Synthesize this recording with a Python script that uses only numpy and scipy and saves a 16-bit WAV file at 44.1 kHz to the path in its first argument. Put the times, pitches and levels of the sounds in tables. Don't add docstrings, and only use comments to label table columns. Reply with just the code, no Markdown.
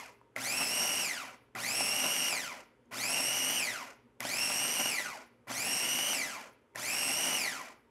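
import sys
import numpy as np
from scipy import signal
from scipy.fft import rfft, irfft, next_fast_len
from scipy.io import wavfile
from scipy.ndimage import uniform_filter1d

SR = 44100
rng = np.random.default_rng(int(sys.argv[2]) if len(sys.argv) > 2 else 0)


def invert_db(level):
    return 10 ** (np.asarray(level, dtype=float) / 20)


def digitize_waveform(pressure):
    field = np.atleast_2d(pressure).T
    bounded = np.clip(field, -1, 1)
    quanta = np.round(bounded * 32767).astype(np.int16)
    wavfile.write(sys.argv[1], SR, quanta)


N = 348390
TIME = np.arange(N) / SR


def evened(x):
    return x / np.sqrt(np.mean(abs(x) ** 2) + 1e-20)


def read(points, hz):
    f, value = np.transpose(points)
    return np.interp(np.log(hz + 1), np.log(f + 1), value)


def coloured(x, spectrum):
    size = next_fast_len(len(x))
    gain = invert_db(read(spectrum, np.fft.rfftfreq(size, 1 / SR)))
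    return irfft(rfft(x, size) * gain, size)[:len(x)]


def resonate(x, hz, width_hz):
    return signal.lfilter(*signal.iirpeak(min(hz, 18000), hz / width_hz, SR), x)


def lowpassed(x, hz):
    return signal.sosfilt(signal.butter(2, hz, fs=SR, output="sos"), x)


def slow(hz):
    return evened(lowpassed(rng.standard_normal(N), hz))


def add(mix, start_s, sound):
    part = mix[round(start_s * SR):][:len(sound)]
    part += sound[:len(part)]


def bumps(rows):
    return sum(height * np.exp(-((TIME - s) / half_s) ** 2) for s, height, half_s in rows)


# (on [s], off [s], hum [dB], loaded mesh speed before creep [Hz], bowl load [dB])
EARLIER = (-0.63, -0.21, -50, 2840, -6.5)
# (on [s], off [s], starting hum [dB], loaded mesh speed before creep [Hz], bowl load [dB])
POWER = [
    (.357, 1.008, -52, 2833, -1),
    (1.549, 2.281, -52.5, 2823, -1),
    (2.91, 3.574, -53.5, 2880, -0.5),
    (4.198, 4.882, -51.5, 2842, -1),
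    (5.47, 6.123, -52.5, 2885, -0.5),
    (6.748, 7.36, -55.5, 2864, -1),
]
# (time [s], speed sag [teeth/s], half length [s])
JAMS = [(.66, 160., 0.043), (.95, 77, 0.1), (1.85, 70., .055), (2.07, 50., .04), (2.25, 60., .08),
        (3.215, 70., 0.045), (3.43, 70., .04), (4.495, 80., .045), (4.85, 50., .06), (5.82, 30., .04),
        (5.99, 30., .04), (7.09, 50., .05), (7.27, 30., .04)]
# (time [s], surge [dB], half length [s])
HEAPS = [(.372, 7.5, .012), (.62, 7.5, 0.019), (.844, 3, 0.079), (1.56, 7.5, 0.024), (1.824, 0.5, .05),
         (2.054, 4.5, 0.031), (2.31, 1.5, 0.089), (3.16, 2, 0.042), (4.21, 5.5, 0.011), (4.804, 6.5, 0.013),
         (5.507, 7.5, 0.011), (5.615, -5, 0.005), (6.11, 1.5, 0.013), (7.1, 2.5, 0.038), (7.28, 3.5, 0.069),
         (7.448, 2.5, 0.031)]
KICK_HZ, SPIN_UP_S, CREEP_HZ_PER_S = 349.6, .105, 120.
LOADED_S, LOADING_S, LOAD_SAG_HZ = .265, .03, 260.
FRICTION_HZ, EASING_HZ_PER_S, DRAG_S, SETTLE_HZ = 5350., 75., .9, 230.
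STIR_S, STIR_DB = .011, -5


def motor():
    hz, powered, load_db, stir_db = np.zeros((4, N))
    for on, off, _, top_hz, db in [EARLIER] + POWER:
        held = np.clip(TIME - on, 0, off - on)
        free = np.maximum(TIME - off, 0)
        now = TIME >= on
        spin_up = (top_hz + LOAD_SAG_HZ - KICK_HZ) * np.exp(-held / SPIN_UP_S)
        driven = top_hz - spin_up + CREEP_HZ_PER_S * held
        driven += LOAD_SAG_HZ / (1 + np.exp((held - LOADED_S) / LOADING_S))
        friction = FRICTION_HZ - EASING_HZ_PER_S * off
        braked = (driven + friction) * np.exp(-free / DRAG_S) - friction
        hz[now] = (SETTLE_HZ * np.logaddexp(0, braked / SETTLE_HZ))[now]
        powered[now] = (free == 0)[now]
        load_db[now] = db
        stir_db[now] = (STIR_DB * np.clip(1 - held / STIR_S, 0, 1))[now]
    return hz - powered * bumps(JAMS), powered, load_db + bumps(HEAPS), stir_db


# (full-speed level [dB], powered slope [dB/octave], coasting slope [dB/octave],
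# extra slope when stalling [dB/octave], share of load and surges [dB/dB])
GEAR_LAW = (-32.5, 7.5, 8, 16.5, 0.28)
BOWL_LAW = (-42, 2.9, 5, 8.5, 1.5)
GRIT_LAW = (-41.5, 7, 11, -5, 0.22)
FULL_HZ, STALL_HZ = 3080, 404


def control(law, hz, powered, load_db, stir_db):
    full_db, powered_db, coast_db, stall_db, share = law
    octaves = np.log2(np.minimum(hz / FULL_HZ, 1))
    stall_octaves = np.log2(np.minimum(hz / STALL_HZ, 1))
    coasting = coast_db * octaves + stall_db * stall_octaves
    level_db = full_db + np.where(powered, powered_db * octaves, coasting) + share * load_db + stir_db
    return uniform_filter1d(invert_db(level_db), size=60)


TEETH = 57


def per_turn(teeth, orders):
    table = np.zeros(256, complex)
    table[np.r_[-orders:orders + 1]] = np.exp(2j * np.pi * rng.random(2 * orders + 1))
    table = evened(np.fft.ifft(table))
    return table[(teeth / TEETH * 256).astype(int) % 256]


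def blade_beat(hz, teeth):
    depth_db = 2.6 + 1.6 * np.clip(1 - hz / FULL_HZ, 0, 1)
    return invert_db(depth_db * per_turn(teeth, orders=8).real)


# (multiple [1], level [dB], backlash spread [Hz])
MESH = [(1, -2, 166), (2, -1.5, 172), (3, -3.5, 280), (4, -5.5, 210), (5, -8, 220), (6, -8, 470)]
# (frequency [Hz], gain [dB])
HOUSING = [(300, 8), (600, -1.5), (1000, 7.5), (1400, 5.5), (1800, 0.5), (2000, 5), (2500, 1), (3000, 0.7),
           (3700, -1.5), (4700, 2.5), (6000, -0.5), (8500, 2.5), (12000, -3), (13600, -7.5)]
# (frequency [Hz], width [Hz], gain [dB])
PANELS = [(610, 180, 2.5), (740, 120, -5.5), (1024, 120, -3.5), (1430, 110, -3), (2000, 160, 2),
          (2360, 160, 4), (2834, 54, -3), (4930, 130, -11), (5575, 63, 1.5), (6120, 240, 2), (7160, 83, 0),
          (7540, 210, -22.5), (10800, 94, 5)]
# (frequency [Hz], density [dB/Hz])
RATTLE = [(700, -4.5), (1400, -7), (2200, 3.5), (3000, -2), (3700, -9.5), (5000, -2.5), (7000, -4),
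          (9000, -10), (11000, -26)]


def gears(hz, teeth, beat):
    whine = np.zeros(N)
    speed = np.clip(hz / 2800, 0, 1)
    acceleration = uniform_filter1d(np.gradient(hz) * SR, size=900)
    pull = np.clip(acceleration / 12000.0, 0, 1)
    for k, db, spread_hz in MESH:
        backlash = evened(slow(spread_hz) + 1j * slow(spread_hz))
        wobble = .6 / k + .4 * per_turn(teeth, orders=3) + .6 * backlash
        wobble += .3 * (1 - speed) ** 2
        patches = invert_db(1.2 * slow(10.))
        tone = evened(wobble * patches) * np.exp(2j * np.pi * k * teeth)
        seated_db = -6. * pull / k
        seated_db -= (pull == 0) * (1 - speed) * (7 if k == 1 else 9)
        gain = invert_db(db + seated_db + read(HOUSING, k * hz))
        whine += gain * tone.real * (k * hz < 17000)
    panels = sum(invert_db(db) * resonate(whine, f, width_hz) for f, width_hz, db in PANELS)
    whine = invert_db(-3.5) * (whine + panels)
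    shaken = beat * invert_db(2.0 * slow(410.0)) * rng.standard_normal(N)
    rattle = evened(coloured(shaken, RATTLE))
    return invert_db(0.5) * speed ** 0.066 * whine + invert_db(-6.0) * rattle


# (frequency [Hz], width [Hz], gain [dB])
BOWL = [(165, 64, -23.5), (260.7, 34, -0.5), (325, 120, -9.5), (436, 120., -16.5), (594, 47, 0),
        (703, 100, -5), (795, 190, -4.5), (981, 35, -4.5), (1193, 130, -9), (1376, 64, -6)]
# (time [s], peak level [dB])
LUMPS = [(0.616, -40.5), (0.788, -30.5), (0.849, -39.5), (1.239, -64.5), (1.806, -14), (2.041, -20.5),
         (2.238, -36), (2.327, -16), (2.995, -28.5), (3.201, -19.5), (3.345, -30), (3.469, -24.5),
         (3.744, -37), (4.251, -16.5), (4.5, -16), (4.649, -22), (4.798, -33), (4.857, -18.5), (5, -20.5),
         (5.099, -46), (5.619, -40), (5.988, -16.5), (6.088, -26), (6.13, -18.5), (6.314, -48),
         (6.923, -45), (7.029, -22.5), (7.224, -25), (7.327, -19), (7.406, -32)]


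def ring_bowl(x):
    return sum(invert_db(db) * resonate(x, hz, width_hz) for hz, width_hz, db in BOWL)


def bowl(load):
    hits = rng.random(N) < 900. / SR
    crumbs = invert_db(2.5 * np.minimum(rng.exponential(1, N), 4)) * hits
    drive = evened(crumbs * rng.standard_normal(N)) + 0.92 * rng.standard_normal(N)
    drive = lowpassed(drive, 2200.)
    lumps, t = np.zeros(N), TIME[:700]
    envelope = np.minimum(t / 0.00029, 1) * np.exp(-t / 0.0043)
    for s, db in LUMPS:
        add(lumps, s, invert_db(db) * rng.standard_normal(700) * envelope)
    slap = invert_db(-16.0) * resonate(lumps, 2200, 2500.)
    return invert_db(-2.5) * load * evened(ring_bowl(drive)) + invert_db(1.5) * ring_bowl(lumps) + slap


# (frequency [Hz], density [dB/Hz])
GRIT = [(8000, -16), (9000, -3), (10000, 2), (11500, 1.5), (12600, 0.5), (13400, -4), (14600, -3.5),
        (15700, -5)]


def grit(beat):
    flicker = invert_db(1.5 * slow(300.))
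    return evened(coloured(beat * flicker * rng.standard_normal(N), GRIT))


# (time [s], peak level [dB], ring [Hz], treble [dB], knock [dB])
CLICKS = [
    (0.2139, -55.5, 980, -20, -12.5),
    (0.363, -30, 2080, -10, -11.5),
    (1.552, -38.5, 2000, -4, -18.5),
    (2.857, -79, 6441, -1.5, -28),
    (4.205, -36, 2050, 4, -35.5),
    (6.737, -73, 2200, -14, -12),
    (6.758, -37, 1810, -1.5, -9),
]


def clicks():
    out, t = np.zeros(N), TIME[:900]
    for s, db, hz, treble_db, knock_db in CLICKS:
        ring = np.sin(2 * np.pi * hz * t) * np.minimum(t / 0.00028, 1) * np.exp(-t / 0.0024)
        noise = rng.standard_normal(900)
        tick = invert_db(treble_db) * resonate(noise, 6500, 7000.) * np.exp(-t / 0.00096)
        knock = invert_db(knock_db) * np.sin(2 * np.pi * 620 * t) * np.exp(-t / 0.0035)
        add(out, s, invert_db(db + 8.0) * (ring + tick + knock))
    return out


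def hum():
    out = np.zeros(N)
    for on, off, db, *_ in POWER:
        t = TIME[:round((off - on) * SR)]
        wave = np.sin(2 * np.pi * 120 * t) + invert_db(-27.5) * np.sin(2 * np.pi * 240 * t)
        current = 0.32 + np.exp(-t / 0.15)
        add(out, on, invert_db(db) * current * wave * signal.windows.tukey(len(t), .05))
    return out


# (frequency [Hz], t60 [s])
KITCHEN = [(200, 0.22), (1000, 0.5), (4000, 0.47), (12000, 0.077)]


def kitchen(x):
    taps = np.zeros(SR // 2)
    at = np.arange(200, SR // 2 - 20, 20)
    taps[at + rng.integers(0, 20, len(at))] = rng.choice([-1., 1.], len(at))
    hz, t, z = signal.stft(taps, SR, nperseg=256)
    decay = invert_db(-60 * t / read(KITCHEN, hz)[:, None])
    tail = signal.istft(z * decay, SR, nperseg=256)[1]
    return signal.fftconvolve(x, tail / np.linalg.norm(tail))[:N]


# (frequency [Hz], peak level [dB])
FRIDGE = [(119, -71.), (237, -75.), (404, -76.), (927, -82.)]
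# (frequency [Hz], density [dB/Hz])
AIR = [(40, -15), (100, -2), (170, -10.5), (250, -0.5), (330, -4.5), (520, -2), (640, -14.5), (950, -13),
       (1500, -17), (2300, -22), (3200, -25), (3900, -33.5), (12300, -37), (12900, -67.5)]
AIR_DB = -70


def kitchen_air():
    lines = sum(invert_db(db + 5.6 * slow(8.5)) * np.sin(2 * np.pi * hz * TIME) for hz, db in FRIDGE)
    return invert_db(AIR_DB + 2.0) * evened(coloured(rng.standard_normal(N), AIR)) + lines


def scene():
    state = motor()
    hz = state[0]
    teeth = np.cumsum(hz) / SR
    beat = blade_beat(hz, teeth)
    machine = control(GEAR_LAW, *state) * gears(hz, teeth, beat)
    machine += bowl(control(BOWL_LAW, *state))
    machine += control(GRIT_LAW, *state) * grit(beat)
    machine += clicks() + hum()
    return (machine + invert_db(-14.0) * kitchen(machine) + kitchen_air())[None]


# (frequency [Hz], density [dB/Hz])
STAND = [(20, -30.), (38, -14.), (48, -1.), (70, -4.), (100, -5.), (160, -25.), (320, -80.)]


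def stand_rumble():
    shake = invert_db(-81.) + invert_db(-36.) * control(BOWL_LAW, *motor())
    return shake * evened(coloured(rng.standard_normal(N), STAND))


# (frequency [Hz], gain [dB])
RESPONSE = [(30, -40.), (60, -22.), (110, -6.), (170, 0.), (12600, 0.), (12900, -5.5), (15700, -6.),
            (15950, -67.)]


def top_cut(x):
    return signal.sosfilt(signal.butter(12, 15780, fs=SR, output="sos"), x)


def record(dry):
    mix = coloured(dry[0], RESPONSE) + stand_rumble()
    return top_cut(mix[None])


dry = scene()
out = record(dry)
digitize_waveform(out)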